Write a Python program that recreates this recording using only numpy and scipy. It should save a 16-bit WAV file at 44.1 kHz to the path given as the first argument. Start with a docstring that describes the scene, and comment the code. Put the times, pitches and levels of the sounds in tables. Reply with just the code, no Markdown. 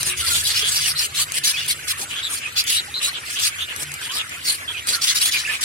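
"""Short hissing strokes come first: wet parrots on a perch shake and rub their feathers, barb slipping
past barb, over a low hum and the faint air of a small room. Beaks and claws tick on the wood. The flock
chatters in rough, throbbing whistles and cleaner bent ones, while farther birds mutter in tiny pips.
A few soft, hollow plops drop in between, and the walls add a very short ring to the birds."""
import sys
import numpy as np
from scipy import signal
from scipy.io import wavfile
from scipy.ndimage import uniform_filter1d

SR = 44100
rng = np.random.default_rng(int(sys.argv[2]) if len(sys.argv) > 2 else 0)


def file_out(sig):
    """Save sig as 16-bit WAV at sys.argv[1]."""
    # one column per channel
    cols = np.atleast_2d(sig).T
    # limit, then scale
    lim = np.clip(cols, -1, 1)
    pcm = np.round(lim * 32767).astype(np.int16)
    wavfile.write(sys.argv[1], SR, pcm)


N = 248724


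def gain_of(db):
    return 10 ** (np.asarray(db) / 20)


def unit_rms(x):
    return x / np.sqrt(np.mean(x ** 2) + 1e-20)


def curve_at(points, hz):
    point_hz, value = np.transpose(points)
    return np.interp(np.log(hz + 1), np.log(point_hz + 1), value)


def add(mix, start, sound):
    part = mix[:, round(start * SR):][:, :sound.shape[1]]
    part += sound[:, :part.shape[1]]


def drift(count, size):
    """Random wander of rms 1, smoothed over size samples."""
    return unit_rms(uniform_filter1d(uniform_filter1d(rng.standard_normal(count), size), size))


# Stereo image of the noise, centred bass to wide treble: (frequency [Hz], left-right likeness [0-1])
STEREO_LIKENESS = [(60, 1), (130, 0.99), (290, 0.83), (640, 0.41), (1100, 0.067)]


def patchy_noise(spectra, patchy_db, size):
    """One stereo noise per spectrum: drifting patches in the treble, an even bass in the centre."""
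    frames, hz = 2 * N // size + 5, np.fft.rfftfreq(size, 1 / SR)
    a, b, c, d, chance = rng.standard_normal((frames, len(hz), 5)).T
    streaks = unit_rms(uniform_filter1d(uniform_filter1d(chance, 2, axis=0), 5, axis=1))
    clouds = unit_rms(uniform_filter1d(uniform_filter1d(chance[::-1], 14, axis=0), 7, axis=1))
    likeness = np.clip(curve_at(STEREO_LIKENESS, hz), 0, 1)[:, None]
    left, diffuse = a + 1j * b, c + 1j * d
    # the treble reaches one side first, by a lead that wanders as the birds move
    lead_turns = clouds[:, ::-1] / 4 + hz[:, None] / 2500
    wide = .85 * left * np.exp(2j * np.pi * lead_turns) + .5 * diffuse
    right = likeness * left + np.sqrt(1 - likeness ** 2) * wide
    patches = np.array([left, right]) * gain_of(patchy_db * (1 - likeness) * (streaks + clouds))
    shaped = [patches * gain_of(curve_at(spectrum, hz))[:, None] for spectrum in spectra]
    return [unit_rms(signal.istft(bins, window="cosine", nperseg=size)[1][:, :N]) for bins in shaped]


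# Feather strokes: (start [s], length [s], level [dB], high band over low [dB], peak position [0-1])
FEATHER_STROKES = [(0, 0.036, -21.5, 3, 0.23), (0.041, 0.089, -18, 7, 0.4), (0.163, 0.12, -23, 2, 0.34),
                   (0.266, 0.16, -16.5, 5, 0.53), (0.426, 0.12, -20.5, -1, .4),
                   (0.531, 0.1, -17.5, -13, 0.47), (0.644, 0.11, -18.5, 0, 0.64),
                   (0.743, 0.14, -19.5, -5.5, 0.17), (0.841, 0.089, -15.5, 3.5, 0.26),
                   (0.975, 0.094, -17.5, 1.5, 0.57), (1.144, 0.1, -18, -6, 0.63),
                   (1.335, 0.056, -15, 9, 0.8), (1.438, .085, -15, -6, 0.56), (1.512, 0.18, -28, -14, 0.18),
                   (1.678, 0.055, -17, 3.5, 0.53), (1.873, 0.053, -19.5, -6, 0.55),
                   (1.976, 0.072, -16, 14.5, 0.62), (2.085, 0.076, -28, 12, 0.36),
                   (2.292, 0.1, -21, 6, 0.55), (2.557, 0.066, -16, -22, 0.53), (2.666, .12, -16.5, -3, .3),
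                   (3.016, 0.081, -17.5, 7.5, 0.35), (3.247, 0.14, -29.5, -3, 0.6),
                   (3.386, .11, -18, -2, 0.46), (3.769, 0.071, -15.5, 26, .7),
                   (4.006, 0.082, -28, 7.5, 0.3), (4.113, 0.079, -17.5, 14, 0.73),
                   (4.441, 0.12, -21, 1.5, 0.5), (4.866, 0.11, -14.5, 13, 0.21),
                   (5.013, 0.062, -17.5, -10, 0.56), (5.069, 0.068, -15.5, -12, 0.46),
                   (5.145, 0.047, -17, -5.5, 0.7), (5.191, .11, -17.5, -1.5, 0.77),
                   (5.309, 0.12, -21, -11, 0.17), (5.432, .15, -31.5, -2, 0.66),
                   (5.608, 0.068, -20.5, 2, 0.13)]
# Body of the rustle, the low band: (frequency [Hz], level [dB])
RUSTLE_BODY = [(500, -73), (1000, -24), (1900, -9), (2900, -2.5), (4500, -1), (5700, -2.5), (6900, -7.5),
               (8000, -18.5)]
# Sheen of the rustle, the high band: (frequency [Hz], level [dB])
RUSTLE_SHEEN = [(6000, -19.5), (7000, -10), (8900, 4), (10700, -2), (13000, -11.5), (15300, -22),
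                (16500, -48)]


def feathers(slope_db=6, edge_db=9):
    """Barbs slip past each other in two bands of hiss; each stroke slopes to a peak between sharp ends."""
    t = np.arange(N) / SR
    body_power, sheen_power, spray_power = np.zeros((3, N))
    for start, length, db, sheen_db, peak_at in FEATHER_STROKES:
        rise, fall = peak_at * length, (1 - peak_at) * length
        peak = start + rise
        span = slice(max(round((peak - 2 * rise) * SR), 0), round((peak + 2 * fall) * SR))
        from_peak = abs(t[span] - peak) / np.where(t[span] < peak, rise, fall)
        power = gain_of(db - slope_db * from_peak - edge_db * from_peak ** 10) ** 2
        brightness = 1 / (1 + gain_of(-sheen_db) ** 2)
        body_power[span] += power * (1 - brightness)
        sheen_power[span] += power * brightness
        spray_power[span] += 0.5 * power * brightness ** 8  # the brightest strokes fling fizzing drops
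    barb_clumps = unit_rms(gain_of(drift(N, size=60) + 1.5 * drift(N, size=400)))
    body, sheen = patchy_noise([RUSTLE_BODY, RUSTLE_SHEEN], patchy_db=3, size=512)
    fizz = unit_rms(np.gradient(np.gradient(sheen, axis=1), axis=1))
    rustle = np.sqrt(body_power) * body + np.sqrt(sheen_power) * sheen + np.sqrt(spray_power) * fizz
    return barb_clumps * rustle


# Slow fade of the hum bed: (time [s], level [dB])
HUM_FADE = [(0, -42.5), (1.5, -49.5), (5.64, -51.5)]
# Colour of the hum bed: (frequency [Hz], level [dB])
HUM_SPECTRUM = [(25, -48), (50, -18), (82, 8), (118, -1.5), (150, 1), (200, -17.5), (300, -70)]
# Tones that swell out of the hum: (start [s], length [s], pitch [Hz], level [dB])
HUM_SWELLS = [(0.0075, 0.47, 79.4, -43), (0.62, 1.25, 147, -50), (0.026, 0.61, 362, -53),
              (3.82, 0.135, 150, -45)]


def hum():
    """A bed of low noise sinks slowly, and a few wavering tones die away in it."""
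    fade = gain_of(np.interp(np.arange(N) / SR, *np.transpose(HUM_FADE)))
    bed = fade * patchy_noise([HUM_SPECTRUM], patchy_db=1, size=4096)[0]
    for start, length, hz, db in HUM_SWELLS:
        u = np.linspace(0, 1, round(length * SR))
        turns = np.cumsum(hz * (1 + 0.023 * drift(len(u), size=3000))) / SR
        swell = gain_of(db - 5.5 * u + 3.8 * drift(len(u), size=2500)) * signal.windows.tukey(len(u), .1)
        add(bed, start, np.tile(np.sqrt(2) * swell * np.sin(2 * np.pi * turns), (2, 1)))
    return bed


# Colour of the room tone: (frequency [Hz], level [dB])
ROOM_SPECTRUM = [(120, -52), (200, -10), (899, -16), (1350, -3), (2470, -1.5), (5420, -13.5), (9060, -10),
                 (14100, -23), (15100, -32), (16000, -56)]


def room_tone(db=-33):
    """A faint, wide hiss whose treble flickers."""
    return gain_of(db) * patchy_noise([ROOM_SPECTRUM], patchy_db=3, size=512)[0]


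def far_flock(count=260):
    """Farther birds mutter: brief bent pips of random pitch, level and pan."""
    out, u = np.zeros((2, N)), np.linspace(0, 1, 900)
    for when, pitch, bend, loudness, side in rng.random((count, 5)):
        hz = 1000 * 3.5 ** pitch * (1 + .3 * (bend - .5) * u)
        pip = np.sin(np.pi * u) ** 2 * np.sin(2 * np.pi * (np.cumsum(hz) / SR + rng.random((2, 1))))
        pan_db = 8 * (side - .5) * np.array([[1], [-1]])
        add(out, when * N / SR, gain_of(-47 + 9 * loudness + 5 * pitch + pan_db) * pip)
    return out


# Beak and claw hits on the perch: (time [s], left peak level [dB])
PERCH_TICKS = [(.0308, -2), (.066, -8), (1.3204, -5), (1.663, -12), (1.711, -8), (2.640, -11), (3.7625, -9),
               (3.832, -10), (3.918, -14), (3.940, -11), (4.294, -17), (4.487, -6), (4.872, -8)]
# Ring of one hit: (frequency [Hz], level [dB], time to fall 60 dB [s])
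PERCH_MODES = [(4400, -6.5, 0.0071), (6730, -2, 0.0093), (10120, 3.5, 0.0047), (13100, -3, 0.0028),
               (2130, -6, 0.0019)]


def perch_tick(db, attack_s=0.000067):
    """A hard tap on wood rings a few bright modes for some milliseconds, stronger on the left."""
    t, detune = np.arange(600) / SR, rng.uniform(0.865, 1.124, (2, 1))
    ring = sum(gain_of(mode_db - 60 * t / t60) * np.sin(2 * np.pi * hz * detune * t)
               for hz, mode_db, t60 in PERCH_MODES)
    ring *= 1 - np.exp(-t / attack_s)
    return gain_of(db) * ring / abs(ring).max(1, keepdims=True) * gain_of([[0], [-4]])


def resonate(x, hz, width_hz):
    """A steep resonance that follows the pitch curve: shift down to zero, smooth twice, shift back."""
    carrier, pole = np.exp(2j * np.pi * np.cumsum(hz) / SR), np.exp(-np.pi * width_hz / SR)
    return 2 * (carrier * signal.lfilter([(1 - pole) ** 2], [1, -2 * pole, pole ** 2], x / carrier)).real


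# Rough calls: (start [s], length [s], level [dB], pitch [Hz], clear-tone share [0-1, capped in play])
CHATTER_NOTES = [(0.085, 0.066, -28.5, 2755, 0.14), (0.26, 0.036, -22, 4600, 0.07),
                 (0.596, 0.11, -22.5, 3363, 0.3), (0.943, 0.09, -23.5, 4260, 0.8),
                 (1.555, 0.1, -32, 2910, 0.7), (2.096, 0.06, -29, 2830, 0),
                 (2.145, 0.078, -27.5, 3310, 0.36), (2.216, 0.079, -25, 3780, 0.7),
                 (2.392, 0.12, -32.5, 2700, 0), (2.746, 0.07, -22, 3900, 0.7),
                 (2.994, 0.087, -29, 2800, 0.1), (3.124, 0.076, -30, 3330, 0),
                 (3.348, 0.073, -25.5, 3170, 0.06), (3.57, 0.084, -28.5, 3130, 0.2),
                 (3.674, 0.066, -30.5, 2870, 0), (4.007, .085, -32.5, 3240, 0.2),
                 (4.084, 0.048, -29.5, 3100, 1), (4.16, 0.07, -27.5, 3554, 0.46),
                 (4.179, 0.051, -27.5, 2760, 0.2), (4.294, .084, -35, 2515, 0.2),
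                 (4.468, 0.052, -19.5, 4320, 0.66), (4.762, 0.047, -31, 3010, 0.4),
                 (4.925, 0.036, -20, 4480, 0.25), (5.323, 0.07, -22, 2460, 0.78),
                 (5.47, 0.11, -24.5, 2560, 0.35)]


def chatter(length, db, pitch_hz, clear, arch=0.0822, throb_hz=190):
    """A whistle with two overtones arches up, sags again and throbs inside its own rasp."""
    count, clear = round(length * SR), np.clip(clear, 0, .65)
    u = np.linspace(-1, 1, count)
    tilt = 0.098 * rng.uniform(-0.54, 0.543)
    hz = pitch_hz * (1 - arch * u ** 2 + tilt * u)
    turns = np.cumsum(hz * (1 + .025 * drift(count, size=80))) / SR + rng.random((2, 1))
    throb = 1 + .45 * np.sin(2 * np.pi * np.cumsum(throb_hz * (1 + .2 * drift(count, size=300))) / SR)
    tone = sum(gain_of(k_db) * np.sin(2 * np.pi * k * turns) for k, k_db in ((1, -15), (2, -25), (3, -31)))
    air = rng.standard_normal((2, count))
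    rasp = unit_rms(resonate(air, hz, width_hz=1040))
    rasp += gain_of(-15.5) * unit_rms(resonate(air, hz / 2, width_hz=270))
    voice = unit_rms(throb * (np.sqrt(clear) * unit_rms(tone) + np.sqrt(1 - clear) * unit_rms(rasp)))
    return gain_of(db) * voice * signal.windows.tukey(count, .6)


# Clear calls: (start [s], length [s], level [dB], first pitch [Hz], middle pitch [Hz], last pitch [Hz])
WHISTLE_NOTES = [(.224, 0.042, -35, 1420, 1360, 1320), (.295, .065, -33.5, 1377, 1410, 1365),
                 (1.53, 0.048, -28, 2130, 2554, 2000), (1.566, 0.032, -26.5, 3200, 3400, 3350),
                 (1.583, 0.046, -33, 2750, 2720, 2830), (2.434, 0.048, -28.5, 2890, 2550, 2520),
                 (2.936, .067, -27.5, 3720, 4023, 3940), (3.004, .104, -28.5, 3450, 3940, 4230),
                 (3.6, 0.058, -29.5, 3470, 3590, 3610), (4.052, .22, -43.5, 778, 1234, 1280),
                 (4.675, 0.054, -26.5, 3256, 3310, 3160), (4.734, 0.051, -33, 2830, 2490, 2600),
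                 (4.922, 0.09, -37.5, 1510, 1380, 1320), (5.444, 0.04, -28, 1970, 2710, 1730),
                 (5.47, .05, -31.5, 1743, 1754, 1790)]


def whistle(length, db, *pitches_hz, throb_hz=210, rough_from_hz=2500, rough_full_hz=4400):
    """A nearly clean sine bends through three pitches; high calls throb and rasp, low ones sit right."""
    count, middle_hz = round(length * SR), pitches_hz[1]
    hz = np.polyval(np.polyfit([0, .5, 1], pitches_hz, 2), np.linspace(0, 1, count))
    rough = np.clip((middle_hz - rough_from_hz) / (rough_full_hz - rough_from_hz), 0, 1)
    turns = np.cumsum(hz * (1 + .015 * drift(count, size=150))) / SR + rough * rng.random((2, 1))
    throb = 1 + rough * np.sin(2 * np.pi * np.cumsum(throb_hz * (1 + .1 * drift(count, size=300))) / SR)
    rasp = unit_rms(resonate(rng.standard_normal((2, count)), hz, width_hz=550))
    tone = np.sin(2 * np.pi * turns) + (.15 + .3 * rough) * rasp
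    flutter = gain_of(db + 2.5 * drift(count, size=200))
    pan = gain_of((middle_hz < rough_from_hz) * np.array([[-2.5], [2.5]]))
    return np.sqrt(2) * throb * flutter * tone * signal.windows.tukey(count, .4) * pan


# Soft hollow plops: (time [s], peak level [dB], pitch [Hz])
HOLLOW_PLOPS = [(0.621, -37, 432), (1.185, -32.5, 1153), (2.023, -37.5, 802), (2.877, -38, 824),
                (3.075, -34, 1150)]


def plop(db, hz):
    """A short rounded tone that rises a little, dead centre."""
    u = np.linspace(0, 1, 1300)
    turns = np.cumsum(hz * (0.947 + 0.12 * u)) / SR
    envelope = gain_of(db) * np.sin(np.pi * u ** 0.74) ** 2
    return np.tile(envelope * np.sin(2 * np.pi * turns), (2, 1))


def wall_reflections(sound, t60=0.06, db=-7):
    """Close walls return sparse echoes that die quickly, differently on each side."""
    t = np.arange(6000) / SR
    taps = rng.choice([-1., 1.], (2, len(t))) * (rng.random((2, len(t))) < .05) * gain_of(-60 * t / t60)
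    return gain_of(db) * signal.fftconvolve(sound, taps / np.linalg.norm(taps[0]), axes=1)[:, :N]


def scene():
    """The birds and their reflections sit on a bed of hum and room tone."""
    birds = feathers() * gain_of([[.3], [-.3]]) + far_flock()
    for voice, cues in ((chatter, CHATTER_NOTES), (perch_tick, PERCH_TICKS),
                        (plop, HOLLOW_PLOPS), (whistle, WHISTLE_NOTES)):
        for start, *settings in cues:
            add(birds, start, voice(*settings))
    return room_tone() + birds + wall_reflections(birds) + hum()


def record(dry, cutoff_hz=16000):
    """A steep low-pass trims the very top of the mix."""
    lowpass = signal.firwin(511, cutoff_hz, window=("kaiser", 9), fs=SR)
    return signal.oaconvolve(dry, lowpass[None], "same")


dry = scene()
out = record(dry)
file_out(out)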